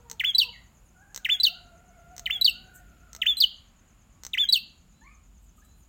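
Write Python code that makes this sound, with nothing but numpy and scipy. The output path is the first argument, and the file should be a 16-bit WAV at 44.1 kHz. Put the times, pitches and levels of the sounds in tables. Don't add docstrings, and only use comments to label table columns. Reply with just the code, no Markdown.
import sys
import numpy as np
from scipy import signal
from scipy.fft import rfft, irfft, next_fast_len
from scipy.io import wavfile
from scipy.ndimage import uniform_filter1d

SR = 44100
rng = np.random.default_rng(int(sys.argv[2]) if len(sys.argv) > 2 else 0)


def level_to_linear(level):
    exponent = np.asarray(level, float) / 20
    return 10 ** exponent


def inscribe(sig):
    pcm = np.round(np.clip(np.atleast_2d(sig).T, -1, 1) * 32767)
    wavfile.write(sys.argv[1], SR, pcm.astype(np.int16))


N = 259308


def colour(x, points):
    hz, db = np.transpose(points)
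    size = next_fast_len(len(x))
    log_hz = np.log(np.maximum(np.fft.rfftfreq(size, 1 / SR), 1))
    gain = level_to_linear(np.interp(log_hz, np.log(hz), db))
    return irfft(rfft(x, size) * gain, size)[:len(x)]


def level(x, db):
    return x * level_to_linear(db) / np.sqrt(np.mean(x ** 2))


def walk(rate_hz, count=N):
    hold = max(int(SR / rate_hz), 32)
    draws = rng.standard_normal(size=count // 32 + 1)
    held = np.repeat(draws[:count // hold + 1], hold)
    slewed = uniform_filter1d(uniform_filter1d(held, hold), hold)
    return 1.6 * slewed[:count]


def add(out, start_s, piece):
    i = int(start_s * SR)
    piece, i = piece[max(-i, 0):], max(i, 0)
    out[i:i + len(piece)] += piece[:len(out) - i]


def edges(t, length, attack, release):
    ramp = np.minimum(t / attack, (length - t) / release)
    return np.sin(np.pi / 2 * np.clip(ramp, 0, 1)) ** 2


def glide(length_s, start_hz, end_hz, wobble=0):
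    u = np.arange(int(length_s * SR)) / (length_s * SR)
    hz = start_hz + (end_hz - start_hz) * u
    hz = hz * (1 + wobble * walk(120, count=8192)[:len(u)])
    return np.sqrt(np.sin(np.pi * u)) * np.sin(2 * np.pi * np.cumsum(hz) / SR)


def note(law, effort, row, echoes, half_db, tops_db, rasp_db):
    # multiple of the pitch, level in dB.
    overtones = [(2, -29), (3, -29), (4, -44), (5, -29)]
    # multiple of the pitch, level in dB.
    half_lines = [(.5, -39.5), (1.5, -43.5), (2.5, -48.5), (3.5, -51), (4.5, -48.5)]
    # pitch sung in Hz, gain in dB.
    throat = [(1200, -19.5), (1700, -2.5), (2500, -1.5), (3000, 3), (3500, -0.84), (4200, 8.5), (4900, 4.5)]
    # frequency in Hz, gain in dB.
    rasp = [(2000, -18.5), (5000, -4.5), (8000, -1), (14000, -5.2)]
    start_hz, goal_hz, relax_ms, bend, sag_hz_per_ms = law
    lead_ms, length_ms, attack_ms, release_ms, shape_db = effort
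    onset_s, note_db, pitch, stretch, swell_db = row
    length_ms = length_ms * stretch
    t_ms = np.arange(0, length_ms, 1000 / SR)

    def flicker(rate_hz):
        return walk(rate_hz, count=6000)[:len(t_ms)]

    relaxing = np.exp(-(t_ms / relax_ms) ** bend)
    sung_hz = pitch * (goal_hz + (start_hz - goal_hz) * relaxing - sag_hz_per_ms * t_ms)
    hz = sung_hz * (1 + 0.0033 * flicker(400))
    phase = 2 * np.pi * np.cumsum(hz) / SR
    force = edges(t_ms, length_ms, attack_ms, release_ms)
    force = force * level_to_linear(note_db + (shape_db + swell_db) * t_ms / length_ms)
    force = force * level_to_linear(np.interp(hz, *np.transpose(throat)) - 6.5)

    comb = 1
    for delay_ms, db in (echoes[:2], echoes[2:]):
        comb = comb + level_to_linear(db) * np.exp(-2j * np.pi * sung_hz * delay_ms / 1000)
    main = np.imag(comb * np.exp(1j * phase))

    tops = 0
    for k, db in overtones + [(k, db + half_db) for k, db in half_lines]:
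        below_top = k * hz < .45 * SR
        tops = tops + level_to_linear(db + tops_db + 4.9 * flicker(160)) * np.sin(k * phase) * below_top
    air = level(colour(rng.standard_normal(size=6000), rasp), rasp_db)[:len(t_ms)]
    return onset_s - lead_ms / 1000, force * (main + tops + air)


def beak_snaps():
    # start in seconds, peak level in dB.
    snaps = [(0.099, -26), (0.1137, -20), (0.1294, -35.5), (1.146, -24.5), (1.1612, -19), (1.1759, -22),
             (2.165, -31.5), (2.1803, -24.5), (2.1949, -24), (3.1312, -29.5), (3.1496, -26),
             (3.1635, -28.5), (4.2351, -26), (4.2502, -23), (4.2657, -22.5)]
    # frequency in Hz, level in dB, t60 in seconds.
    modes = [(1560, -9.5, .006), (2185, -5.5, .006), (4220, -1, 0.0063), (5946, 13, 0.0022),
             (6250, -1, 0.0077), (7600, -13.5, 0.0069), (14660, -12.5, .003)]
    out = np.zeros(N)
    t = np.arange(0, .012, 1 / SR)
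    chance = rng.standard_normal((len(snaps), len(modes), 2))
    for (start_s, peak_db), draws in zip(snaps, chance):
        ring = 0
        for (hz, db, t60_s), (a, b) in zip(modes, draws):
            mode = np.sin(2 * np.pi * hz * (1 + 0.028 * b) * t)
            ring = ring + level_to_linear(db + 4 * a - 60 * t / t60_s) * mode
        add(out, start_s + 0.00044, level_to_linear(peak_db) * ring / np.max(np.abs(ring)))
    return out


def songbird():
    # onset in seconds, level in dB, pitch factor, length factor, swell to the end in dB.
    chips = [(0.199, -19, 1.013, 0.96, 2), (1.25, -18, 0.99, 0.98, 0.5), (2.2606, -20.5, 1.01, 1.02, -5),
             (3.2191, -19, 1.001, 1.001, 0.1), (4.3359, -19, 1.05, 1.001, -4)]
    holds = [(0.2488, -17, 0.99, 1.001, 1.5), (1.3011, -15.5, 1.001, 1.001, 1.2),
             (2.3104, -19, 1.001, 1.074, -2.4), (3.2695, -18, 1.01, 1.007, -1.5), (4.3848, -17, 1, 1.1, 1)]
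    peeps = [(0.3508, -12, 0.995, 0.95, -2.7), (1.4025, -14.5, 1.001, 0.95, 0.3),
             (2.415, -11, 0.995, 1.001, -1.5), (3.372, -23, 1.02, 1.4, 11), (4.4911, -12, 0.99, 1.01, 0)]
    slides = [(0.3851, -12, 0.98, 0.988, -0.8), (1.4358, -11.5, 0.99, 0.89, -0.8),
              (2.4478, -14.5, 0.98, 1.04, 1.2), (3.405, -12.5, 1.012, 0.8, 2),
              (4.5272, -11.5, .98, 0.97, -3)]
    # start in Hz, goal in Hz, relaxation in ms,
    # bend exponent, sag in Hz per ms.
    pitch_laws = [
        (3900, 1500, 11, 1.01, .1),
        (1250, 3800, 11, 1.3, 7),
        (4190, 3990, 1.7, 1.01, .8),
        (4875, 3000, 24, 1.5, 6),
    ]
    # lead before the onset in ms, length in ms, attack in ms, release in ms, swell in dB.
    efforts = [
        (3.3, 23.3, 2.6, 3.3, 4),
        (14, 87.8, 4.5, 35, 7),
        (3.6, 21, 3.1, 9, -4),
        (3, 65.4, 1.2, 9.6, -6.5),
    ]
    half_db = [-24, 0.5, -8.5, -9]
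    tops_db = [-8, -6.6, -0.5, 0]
    rasp_db = [-31, -43, -41.5, -34]
    # delay in ms, level in dB, delay in ms, level in dB.
    reflections = [(1.298, -12, 1.8, -13.5), (0.774, -10.5, 1.334, -14), (1.338, -4, 2.105, -6.5),
                   (0.662, -8.5, 0.31, -6), (0.76, -13, 0.899, -10.5)]
    out = beak_snaps()
    kinds = zip(pitch_laws, efforts, (chips, holds, peeps, slides), half_db, tops_db, rasp_db)
    for law, effort, rows, *voice in kinds:
        for row, echoes in zip(rows, reflections):
            add(out, *note(law, effort, row, echoes, *voice))
    return out


def crow(row, octave_db, scoop, scoop_s):
    # multiple of the pitch, level in dB.
    upper = [(3, -23), (4, -24)]
    edge_s = 0.032
    start_s, length_s, start_hz, end_hz, call_db = row
    t = np.arange(0, length_s, 1 / SR)

    def flicker(rate_hz):
        return walk(rate_hz, count=50000)[:len(t)]

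    hz = start_hz + (end_hz - start_hz) * (t / length_s) ** 2
    hz = hz * (1 - scoop * np.exp(-t / scoop_s))
    hz = hz * (1 + .03 * flicker(110) + 0.017 * flicker(12))
    phase = 2 * np.pi * np.cumsum(hz) / SR
    voice = 0
    for k, db in [(1, 0.00089), (2, octave_db)] + upper:
        voice = voice + level_to_linear(db + 3.5 * flicker(50)) * np.sin(k * phase)
    force = level_to_linear(call_db + 2.2 * flicker(6.4)) * edges(t, length_s, edge_s / 2, edge_s)
    return start_s, np.sqrt(2) * force * voice


def far_birds():
    # start in seconds, length in seconds, pitch in Hz, end pitch in Hz, level in dB.
    crows = [(-.2, 0.37, 478.5, 469, -64.5), (0.338, 0.18, 509.5, 450, -65.5),
             (0.934, 0.56, 791, 740, -70.5), (1.459, .99, 722.6, 711.6, -63),
             (2.488, .86, 747, 625.6, -67.5), (3.401, 0.81, 560, 539, -87.5)]
    crow_octave_db = [-1.5, 3.5, 2.5, -5, 3.5, 3.5]
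    yelp = (5.008, .13, 1270, 1250, -64)
    # start in
    # seconds, length in seconds, start in Hz, end in Hz, level in dB.
    whistles = [(0.488, 0.011, 3006, 2970, -40.5), (0.527, 0.041, 2270, 1787, -49),
                (0.835, 0.0545, 9700, 9446, -77.5), (0.842, 0.0564, 14140, 13600, -88.5),
                (1.891, .08, 2120, 2226, -75), (2.732, .08, 1770, 1870, -67.5),
                (4.93, 0.142, 3871, 4320, -73.5), (5.579, 0.0117, 1245, 1266, -57),
                (5.616, 0.0208, 1530, 1846, -63.5), (5.623, 0.1476, 3900, 4040, -73),
                (5.749, 0.076, 9190, 9180, -74), (5.753, .08, 13370, 13500, -74)]
    out = np.zeros(N)
    for row, octave_db in zip(crows, crow_octave_db):
        add(out, *crow(row, octave_db, scoop=0.12, scoop_s=.06))
    add(out, *crow(yelp, octave_db=-1.5, scoop=.4, scoop_s=.045))
    for start_s, length_s, start_hz, end_hz, db in whistles:
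        add(out, start_s, level_to_linear(db) * glide(length_s, start_hz, end_hz, wobble=0.0082))
    return out


def cricket():
    # place in chirp periods, length in ms, start in Hz, end in Hz, level in dB.
    strokes = [(.78, 19, 7200, 6313, -4), (.96, 19, 7200, 6106, -3.5), (1.04, 14, 6459, 6140, -2.5),
               (1.19, 14, 7000, 6500, -5.5)]
    cricket_db, chorus_hz, chorus_db = -63, 6800, -74.5
    chirps_at_start, chirps_per_s, slowing_per_s2 = .04, 9.06, .048
    s = np.arange(N) / SR
    count = chirps_at_start + chirps_per_s * s - slowing_per_s2 * s ** 2 / 2
    chorus_band = [(chorus_hz / 1.2, -30), (chorus_hz, 0), (chorus_hz * 1.3, -22)]
    out = level(colour(rng.standard_normal(N), chorus_band), chorus_db)
    chance = rng.standard_normal((int(count[-1]) + 1, len(strokes), 2))
    for k, draws in enumerate(chance):
        for (place, length_ms, start_hz, end_hz, db), (a, b) in zip(strokes, draws):
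            when = k - 1 + place
            if count[0] < when < count[-1]:
                stroke = glide(length_ms / 1000, start_hz * (1 + 0.0053 * b), end_hz)
                add(out, np.interp(when, count, s), level_to_linear(db + 1.9 * a + cricket_db) * stroke)
    return out


def feathers():
    # start in seconds, rise in seconds, decay in seconds, level in dB.
    rustles = [(2.735, 0.018, 0.0292, -54), (5.41, 0.0175, 0.0408, -69.5), (5.56, 0.0098, 0.073, -67.5),
               (5.645, 0.0058, 0.0151, -63)]
    # frequency in Hz, density in dB per Hz.
    spectrum = [(2940, -60), (5590, -45), (5900, -17), (6220, -25), (7670, -6), (9510, -22), (14700, -13),
                (16000, -28)]
    t = np.arange(N) / SR
    grains = rng.standard_normal(N) * level_to_linear(2.27 * walk(260))
    hiss = level(colour(grains, spectrum), 0)
    swell = 0
    for start_s, rise_s, decay_s, db in rustles:
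        rise = np.clip((t - start_s) / rise_s, 0, 1)
        decay = np.exp(-np.maximum(t - start_s - rise_s, 0) / decay_s)
        swell = swell + level_to_linear(db) * rise * decay
    return hiss * swell


def town():
    # frequency in Hz, density in dB per Hz.
    spectrum = [(22, -18.5), (54, 3), (85, -9), (230, -16), (310, -25), (2500, -32.5), (5500, -42.5),
                (14700, -44)]
    # time in seconds, level in dB.
    slow_swell = [(0, 1), (1.0, 0), (1.8, 2), (3.1, 1), (4.4, -1), (5.9, 0.8)]
    noise = colour(rng.standard_normal(N), spectrum)
    swell_db = np.interp(np.arange(N) / SR, *np.transpose(slow_swell))
    out = 0
    for hz in 30 * 2. ** np.arange(10):
        octave = [(hz / 2, -40), (hz / 1.5, -6), (hz / 1.3, 0), (hz * 1.3, 0), (hz * 1.5, -6), (hz * 2, -40)]
        wander_db = 1.7 * walk(1.3) + 0.52 * walk(7.8)
        out = out + colour(noise, octave) * level_to_linear(swell_db * min(2500 / hz, 1) + wander_db)
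    return level(out, -56)


def yard(x, near_db, wet_db):
    # band centre in Hz, t60 in seconds, level in dB.
    walls = [(1510, 0.46, -26), (3230, 0.397, -25), (7000, 0.14, -22.5), (14000, 0.16, -15.5)]
    scatter_t60_s = 0.03
    t = np.arange(int(.7 * SR)) / SR
    scatter = rng.standard_normal(len(t)) * level_to_linear(-60 * t / scatter_t60_s) * (t > .001)
    response = level(scatter, near_db)
    for hz, t60_s, db in walls:
        band = [(hz / 3, -30), (hz / 1.4, 0), (hz * 1.4, 0), (hz * 3, -30)]
        echo = level(colour(rng.standard_normal(len(t)), band), 0)
        echo = echo * level_to_linear(-60 * t / t60_s) * np.minimum(t / 0.012, 1)
        response = response + level(echo, db + wet_db)
    return x + signal.fftconvolve(x, response / np.sqrt(len(t)))[:N]


def scene():
    # frequency in Hz, gain in dB.
    mic = [(5000, 0.5), (8000, 6.5), (10800, -18), (12500, 0.5), (14300, 17), (15800, 8.5)]
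    scatter_db = -7.5
    drop_from_db, drop_slope, drop_s = -26, 2.4, .025
    near = colour(yard(songbird(), scatter_db, 0), mic)
    back = yard(far_birds(), scatter_db, 13) + town()
    loud_db = 10 * np.log10(uniform_filter1d(near ** 2, int(drop_s * SR)) + 1e-9)
    lost = 1 - level_to_linear(-drop_slope * np.maximum(loud_db - drop_from_db, 0))
    back = back - lost * colour(back, [(250, -60), (450, 0)])
    mix = near + back + yard(cricket(), scatter_db, 4.1) + feathers()
    return mix[None]


def roll_off(x):
    return signal.sosfilt(signal.butter(12, 16620, fs=SR, output="sos"), x)


def record(dry):
    low_pass = signal.ellip(8, .2, 60, 16000, fs=SR, output="sos")
    cut = signal.sosfilt(low_pass, dry)
    return roll_off(cut)


dry = scene()
out = record(dry)
inscribe(out)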